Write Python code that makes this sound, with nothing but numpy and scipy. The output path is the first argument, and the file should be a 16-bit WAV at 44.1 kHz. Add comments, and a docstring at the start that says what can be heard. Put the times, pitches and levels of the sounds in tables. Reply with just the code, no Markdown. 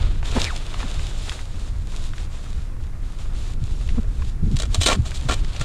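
"""At the open door of a parked car, a stiff nylon bag is folded and stuffed into its pouch, close to a camera.
Sliding cloth swishes as filtered friction noise with crackling grains, and its creases snap as damped modes.
Once the weave zips through a hand: a tone at the rate of its ribs. Later something catches and drags on the
camera's housing, as volleys of slips filtered by the shell's modes. Light wind rumbles and puffs on the
microphone, as slow noise and short fluttering swings of pressure, over a steady outdoor background."""
import sys
import numpy as np
from scipy.fft import rfft, irfft, next_fast_len
from scipy.io import wavfile
from scipy.ndimage import uniform_filter1d, map_coordinates

SR = 44100
rng = np.random.default_rng(int(sys.argv[2]) if len(sys.argv) > 2 else 0)


def generate_wav(sig):
    """Save sig (samples, or channels by samples) to the path in sys.argv[1] as 16-bit PCM at SR."""
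    pcm = np.round(np.clip(np.atleast_2d(sig).T, -1, 1) * 32767).astype(np.int16)
    wavfile.write(sys.argv[1], SR, pcm)


N = 248794


def amp(db):
    """Logarithmic level: decibels to amplitude gain."""
    return 10 ** (np.asarray(db) / 20)


def unit(x):
    """Normalisation of mean power: scale to rms 1."""
    return x / np.sqrt(np.mean(x ** 2) + 1e-20)


def curves(rows):
    """Linear interpolation: one value per sample for each column after the time."""
    s, *cols = np.transpose(rows)
    return [np.interp(np.arange(N) / SR, s, c) for c in cols]


def during(rows):
    """Gating: open over the time span of a table, with edges softened by a moving average."""
    t = np.arange(N) / SR
    is_open = 1. * ((t > rows[0][0]) & (t < rows[-1][0]))
    return uniform_filter1d(is_open, size=200)


def wobble(rate):
    """Random modulation: a smooth curve through normal deviates, rate knots a second."""
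    knots = rng.standard_normal(int(N * rate / SR) + 4)
    return map_coordinates(knots, [np.arange(N) * rate / SR])


def filtered(x, response):
    """Linear filtering: the spectrum of x times a complex response of frequency."""
    m = 2 * next_fast_len(len(x) // 2 + 4096)  # even length, padded for the filter's tail
    spectrum = rfft(x, m) * response(np.fft.rfftfreq(m, 1 / SR))
    return irfft(spectrum, m)[:len(x)]


def colour(x, points):
    """Minimum-phase filtering: a causal filter whose gain follows (f/Hz, level/dB) points."""
    f, db = np.transpose(points)

    def response(hz):
        cepstrum = irfft(np.log(amp(np.interp(np.log(hz + 1), np.log(f), db))))
        # folding the cepstrum onto positive time makes the filter causal
        cepstrum[1:len(hz) - 1] *= 2
        cepstrum[len(hz):] = 0
        return np.exp(rfft(cepstrum))
    return filtered(x, response)


def resonance(f, hz, width):
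    """Damped oscillator: response of one mode, with gain 1 at its resonance."""
    return 1j * f * width / (hz * hz - f * f + 1j * f * width)


def grains(rate, spread_db):
    """Random point process: impulses, rate per second on average, of scattered size and sign, rms 1."""
    scatter_db = spread_db * np.clip(rng.standard_normal(N), -2, 2)
    sizes = amp(scatter_db) * np.sign(rng.standard_normal(N))
    return unit(sizes * (rng.random(N) < rate / SR))


def add(track, s, sound):
    """Superposition: mix a sound into a track at time s."""
    part = track[round(s * SR):][:len(sound)]
    part += sound[:len(part)]


def gesture(start, length, attack, release):
    """Exponential growth and decay: rises to its start, holds, dies away; attack, release in s per 20 dB."""
    t = np.arange(N) / SR - start
    before, after = np.maximum(-t, 0), np.maximum(t - length, 0)
    return np.exp(-np.log(10) * np.minimum(before / attack + after / release, 10))


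# Hand strokes that slide cloth over cloth: start t/s, length t/s, mid-stroke level/dB,
# swell from start to end level/dB
STROKES = [(0, 0.18, -43, -11.5), (0.257, 0.095, -36.5, -0.5), (0.357, 0.091, -31, -1),
           (0.458, 0.12, -41, 1), (0.603, .18, -42, 3.5), (0.792, 0.3, -40, -3.5), (1.112, 0.18, -43, 8),
           (1.33, 0.073, -43, -7.5), (1.427, .26, -49.5, 4.5), (1.734, 0.17, -55.5, -4),
           (1.898, 0.17, -45.5, 2.5), (2.164, 0.068, -47, -0.5), (2.325, 0.33, -50.5, -6.5),
           (2.812, 0.029, -56.5, 7), (3.028, .1, -54, 2.5), (3.197, .12, -51.5, -11),
           (3.361, 0.14, -47, 0.5), (3.626, 0.28, -50, 1.5), (3.966, 0.046, -49.5, -4),
           (4.08, .21, -52.5, 6), (4.45, 0.18, -50, 10), (4.736, 0.064, -43.5, -7), (4.957, 0.042, -50, -1),
           (5.05, 0.346, -44.5, 4), (5.446, 0.21, -42, 6)]
STROKE_ATTACK_S, STROKE_RELEASE_S = .048, .09  # s per 20 dB


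def sliding():
    """Power summation: the sliding effort adds the squares of all strokes, each swelling or fading."""
    t, power = np.arange(N) / SR, np.zeros(N)
    for start, length, db, swell_db in STROKES:
        progress = np.clip((t - start) / length, 0, 1) - .5
        envelope = gesture(start, length, STROKE_ATTACK_S, STROKE_RELEASE_S)
        power += (amp(db + swell_db * progress) * envelope) ** 2
    return np.sqrt(power)


# Gain of the treble, as the hiss brightens and dulls over time: t/s, level/dB
TREBLE_GAIN = [(0, -7.5), (.45, -2), (.85, -3.5), (1.3, 1), (2.8, 0), (5.1, 1), (5.6, -5)]
# Relative spectrum of rubbing threads: f/Hz, level/dB
HISS_SPECTRUM = [(1000, -33), (1900, -13.5), (2500, -3.5), (3100, -2.5), (3700, 0.5), (4200, -3),
                 (5000, -6), (6000, -8), (7200, -4.5), (8000, -9.5), (9000, -11), (10500, -18.5),
                 (12000, -28.5), (15500, -33)]
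# Relative spectrum of the hollow bag, shared by the outdoor background: f/Hz, level/dB
BODY_SPECTRUM = [(150, -5.5), (300, 3), (600, 2.5), (900, 0), (1250, 0.5), (1900, -4.5), (2600, -8.5),
                 (5000, -50), (10000, -100)]
# hollow sound against the effort, and the steady level of the outdoor background (dB)
BODY_DB, AMBIENT_DB = -2.5, -51.5
# small creases that tick at random: rate per second, rms against the rubbing before it is filtered (dB)
TICK_RATE, TICK_DB = 14, -8


def swish():
    """Friction noise: threads hiss, tiny creases crackle in clumps; the bag's hollow sound joins the background."""
    effort = sliding()
    treble_db, = curves(TREBLE_GAIN)
    crackle = unit(grains(rate=1100, spread_db=6) * amp(2.5 * wobble(60)))
    rubbing = unit(rng.standard_normal(N) + 0.18 * crackle) * amp(1.33 * wobble(60))
    ticks = amp(TICK_DB) * grains(rate=TICK_RATE, spread_db=3)
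    hiss = unit(colour(rubbing + ticks, HISS_SPECTRUM))
    treble = filtered(hiss, lambda f: 1 / (1 + (4600 / (f + 1)) ** 8))  # above about 4600 Hz
    hiss = hiss + (amp(treble_db) - 1) * treble
    body = unit(colour(rng.standard_normal(N) + 0.99 * crackle, BODY_SPECTRUM))
    body_level = np.hypot(amp(BODY_DB) * effort, amp(AMBIENT_DB))
    return effort * hiss + body_level * body


# Creases that buckle and folds that flap: t/s, peak level/dB before a common 4.5 dB cut, f/Hz,
# 60 dB decay of the driving noise t/s
SNAPS = [(0.2291, -16.5, 1030, 0.012), (.363, -12.5, 438, 0.09), (.384, -14.5, 1000, 0.024),
         (0.4175, -2, 4300, 0.0082), (.4429, -6.5, 3080, 0.014), (0.5628, -15, 4800, 0.011),
         (0.742, -17.5, 1200, 0.014), (.802, -19, 1390, 0.022), (0.83, -16, 930, 0.021),
         (.993, -21, 1900, .012), (1.295, -11, 2620, 0.019), (1.317, -20, 1190, 0.062),
         (1.391, -20.5, 1550, .02), (2.135, -22, 1350, 0.03), (2.181, -23.5, 2370, .02),
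         (3.889, -20.5, 2140, 0.05), (3.981, -27, 546, 0.03), (4.221, -24.5, 1390, 0.026),
         (5.117, -21.5, 1680, 0.021), (5.447, -22.5, 2950, .015), (5.563, -17, 2940, .025)]
SNAP_WIDTH = 1.2  # bandwidth of each resonance, as a multiple of its pitch


def snaps():
    """Impulsive excitation of a damped mode: a crease flips with a crack and shakes a small panel of cloth."""
    out, t = np.zeros(N), np.arange(SR // 10) / SR
    for s, db, hz, t60 in SNAPS:
        flutter = rng.standard_normal(len(t)) * amp(-60 * t / t60)
        # the mode acts twice; the treble rolls off near 9500 Hz
        snap = filtered(flutter, lambda f: resonance(f, hz, SNAP_WIDTH * hz) ** 2 / (1 + (f / 9500) ** 8))
        add(out, s, amp(db - 4.5) * snap / np.abs(snap).max())
    return out


# Ribs of the weave passing the hand: t/s, mean rib rate f/Hz, level/dB before a common 2 dB cut
RIBS = [(.44, 1742, -41), (.452, 1710, -35), (.461, 2380, -32), (.479, 2317, -29.5), (.495, 1816, -38),
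        (.506, 1515, -35), (.518, 1150, -34), (.535, 757, -39), (.56, 507, -62)]


def weave_zip():
    """Periodic excitation: ribs sing unevenly at the sliding speed, which falls as the pull ends."""
    rib_hz, db = curves(RIBS)
    uneven_hz = rib_hz * (1 + .11 * wobble(1500))
    phase = 2 * np.pi * np.cumsum(uneven_hz) / SR
    level = amp(db - 2 + 2.7 * wobble(260))
    return during(RIBS) * level * unit(np.sin(phase) + 0.26 * np.sin(2 * phase))


# Modes of the plastic shell: f/Hz, bandwidth f/Hz, level/dB
SHELL_MODES = [(424, 12, -15), (483, 30, -9.5), (632, 77, -0.5), (720, 19, 2), (880, 78, -9.5),
               (1104, 64, -2.5), (1380, 23, 2.5), (1820, 68, -2.5), (2360, 40, 2), (2750, 28, -7),
               (3040, 14, 6), (3295, 150, -4.5), (3840, 31, -2), (4220, 120, -20), (7180, 400, -16),
               (8300, 350, -26)]
# Relative spectrum of rasping slips: f/Hz, level/dB
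RASP_SPECTRUM = [(900, -38.5), (2000, -8), (2900, -3), (3500, 3), (4100, 3), (5000, -1.5), (6000, -1.5),
                 (7300, -0.5), (8700, -4), (10000, -16), (12000, -24), (15000, -26), (16000, -33)]
# Relative spectrum of knocks on the shell: f/Hz, level/dB
KNOCK_SPECTRUM = [(100, -8), (250, 5.5), (450, 0), (650, -1), (820, -5.5), (1250, 0), (1900, -6.5),
                  (2700, -7), (6000, -57), (12000, -52)]


def housing(x, spectrum):
    """Modal superposition: slips heard through the camera's plastic shell, directly and by its modes."""
    def shell(f):
        return .6 + sum(amp(db) * resonance(f, hz, width) for hz, width, db in SHELL_MODES)
    return colour(filtered(x, shell), spectrum)


# Short catches on the housing: t/s, rasp peak level/dB before a common 3 dB cut,
# knock rms against the rasp's level/dB before a common 4 dB boost
CATCHES = [(4.566, -16, -13), (4.588, -19, -16), (4.6, -13.5, -9), (4.62, -13.5, -10.5), (4.633, -19, -1),
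           (4.654, -26, -5), (4.745, -7, -12), (4.753, -20.5, -2), (4.8127, -9, -9), (4.82, -11, -20),
           (4.833, -7, -15), (4.84, -11.5, -12), (4.864, -9.5, -4.5), (4.875, -8.5, -9), (4.918, -14, -2),
           (4.95, -25, 4), (5.288, -18.5, 3), (5.295, -15.5, 8.5), (5.31, -18.5, 4), (5.3215, -12.5, 2),
           (5.339, -14.5, -9), (5.612, -18, 0.5)]
CATCH_RISE_S, CATCH_T60_S = .009, 0.027  # build-up and decay, s per 60 dB


def catches():
    """Stress release: each catch builds up briefly, then lets go in a dying volley of tiny slips."""
    out, t = np.zeros(N), np.arange(SR // 10) / SR - .02  # room for the build-up before t = 0
    slips = grains(rate=7000, spread_db=4)
    strength = amp(np.minimum(60 * t / CATCH_RISE_S, -60 * t / CATCH_T60_S))
    for s, db, knock_db in CATCHES:
        volley = np.roll(slips, -round(s * SR))[:len(t)] * strength
        rasp = unit(housing(volley, RASP_SPECTRUM))
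        knock = unit(housing(volley, KNOCK_SPECTRUM))
        catch = rasp + amp(knock_db + 4) * knock
        # the strength peaks about 1 ms after the listed time
        add(out, s + t[0] + 0.000983, amp(db - 3.0) * catch / np.abs(rasp).max())
    return out


# Drags across the housing: start t/s, length t/s, rasp level/dB, knock level/dB
DRAGS = [(4.81, 0.043, -29.5, -54), (4.861, 0.01, -17.5, -24.5), (4.884, 0.046, -25, -21),
         (4.935, .018, -36, -34), (5.056, 0.021, -40, -41.5), (5.145, .03, -36, -57),
         (5.289, 0.046, -30.5, -30.5), (5.598, 0.03, -40, -47)]
DRAG_ATTACK_S, DRAG_RELEASE_S = 0.008, 0.016  # bite and letting go, s per 20 dB


def drags():
    """Stick-slip friction at an uneven rate: fine and coarse slips rasp, coarse ones knock the shell."""
    coarse = grains(rate=900, spread_db=3)
    fine = grains(rate=3500, spread_db=4)
    rasp = unit(housing(coarse + 2.8 * fine, RASP_SPECTRUM))
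    knock = unit(housing(coarse, KNOCK_SPECTRUM))
    # the contact tightens and slackens
    grip = unit(amp(1.8 * wobble(220)))
    out = np.zeros(N)
    for start, length, rasp_db, knock_db in DRAGS:
        contact = amp(rasp_db) * rasp + amp(knock_db) * knock
        out += gesture(start, length, DRAG_ATTACK_S, DRAG_RELEASE_S) * contact
    return grip * out


# Puffs of air that flutter in the port: t/s at the middle, gain level/dB, nominal flutter f/Hz
PUFFS = [(.37, -17, 215), (0.85, -29.5, 202.4), (3.59, -33, 160), (3.634, -19, 101.6), (3.988, -17, 190),
         (4.44, -16.5, 150), (4.475, -22, 200), (4.521, -21, 189.6), (4.544, -13.5, 126.4),
         (4.789, -16.5, 91.3), (4.974, -21.5, 189.6), (4.997, -12.5, 124.6), (5.032, -23, 106),
         (5.261, -21.5, 128), (5.616, -21, 129.2)]
# spread of the swell (s, standard deviation), and the slower push under it (Hz, dB re flutter)
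PUFF_HALF_S, PUSH_HZ, PUSH_DB = .009, 75.4, -2


def puffs():
    """Vortex passage: an eddy swells with uneven swings of pressure, riding on a slower push of air."""
    out, t = np.zeros(N), np.arange(SR // 5) / SR - .1
    swell = np.exp(-.5 * (t / PUFF_HALF_S) ** 2)
    for s, db, hz in PUFFS:
        # the pitch wavers and falls as the eddy passes
        rate = hz * np.exp(.25 * np.tanh(wobble(220)[:len(t)]) - .18 * np.tanh(t / PUFF_HALF_S))
        phase = 2 * np.pi * (np.cumsum(rate) / SR + rng.random())
        flutter = np.sin(phase) + .14 * np.sin(2 * phase)
        push = amp(PUSH_DB) * np.sin(2 * np.pi * (PUSH_HZ * t + rng.random()))
        add(out, s + t[0], amp(db) * (swell * flutter + np.sqrt(swell) * push))
    return out


def buffeting(spectrum, steady_s):
    """Turbulence noise: low noise whose strength stays even over spans longer than steady_s."""
    x = colour(rng.standard_normal(N), spectrum)
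    return x / np.sqrt(np.abs(uniform_filter1d(x * x, int(steady_s * SR))) + 1e-12)


# Strength of the wind at the port: t/s, rumble level/dB before gusting and a common 1 dB boost
WIND = [(0.0, -17.5), (0.28, -24), (0.36, -20.0), (0.52, -26), (1.04, -25), (1.16, -24), (1.36, -29.5),
        (1.56, -25), (3.23, -27), (3.31, -25), (4.23, -21), (4.31, -27.5), (4.43, -19.5), (5.03, -24.5),
        (5.11, -26.5), (5.47, -20), (5.55, -29), (5.63, -23.5)]
# Relative spectrum of the slow pressure swings: f/Hz, level/dB
RUMBLE_SPECTRUM = [(8, -9.5), (20, 7.5), (32, 3.5), (50, -3), (80, -6.5), (110, -14.5), (160, -29),
                   (300, -72), (1500, -120)]
# Relative spectrum of the smaller eddies: f/Hz, level/dB
EDDY_SPECTRUM = [(50, -11.5), (90, 2.5), (130, 1), (200, -7.5), (300, -13), (450, -21), (900, -58.5),
                 (4000, -120)]
# Relative spectrum of the open air's hiss: f/Hz, level/dB
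AIR_SPECTRUM = [(200, -45), (1000, 0), (4000, 0), (9000, -3.5), (12000, -10.5), (15500, -22)]
# eddies against the tabled rumble (dB), and how much faster they grow than it (dB per dB)
EDDY_DB, EDDY_GROWS = -14, 0.067
GUST_DB, AIR_DB = 1.57, -58.5  # depth of the quick gusting, rms of the air's hiss


def wind():
    """Turbulent pressure: slow swings at the port, smaller eddies that grow with them, and a faint even hiss."""
    rumble_db, = curves(WIND)
    gust_db = GUST_DB * wobble(12)
    rumble = amp(rumble_db + gust_db + 1.0) * buffeting(RUMBLE_SPECTRUM, steady_s=0.107)
    growth_db = EDDY_GROWS * (rumble_db - rumble_db.mean())
    eddy_db = rumble_db + EDDY_DB + growth_db + .5 * gust_db
    eddies = amp(eddy_db) * buffeting(EDDY_SPECTRUM, steady_s=0.12)
    air = amp(AIR_DB) * unit(colour(rng.standard_normal(N), AIR_SPECTRUM))
    return rumble + eddies + air


def scene():
    """Linear superposition: cloth, contact noise and wind at one microphone."""
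    cloth = swish() + snaps() + weave_zip()
    contact = catches() + drags()
    return (cloth + contact + puffs() + wind())[None]


TOP_HZ = 15500  # band limit


def record(dry):
    """Saturation and band limiting: the camera rounds off the highest peaks and drops all above TOP_HZ."""
    rounded = dry[0] / (1 + (dry[0] / .7) ** 6) ** (1 / 6)
    return filtered(rounded, lambda f: f < TOP_HZ)[None]


dry = scene()
out = record(dry)
generate_wav(out)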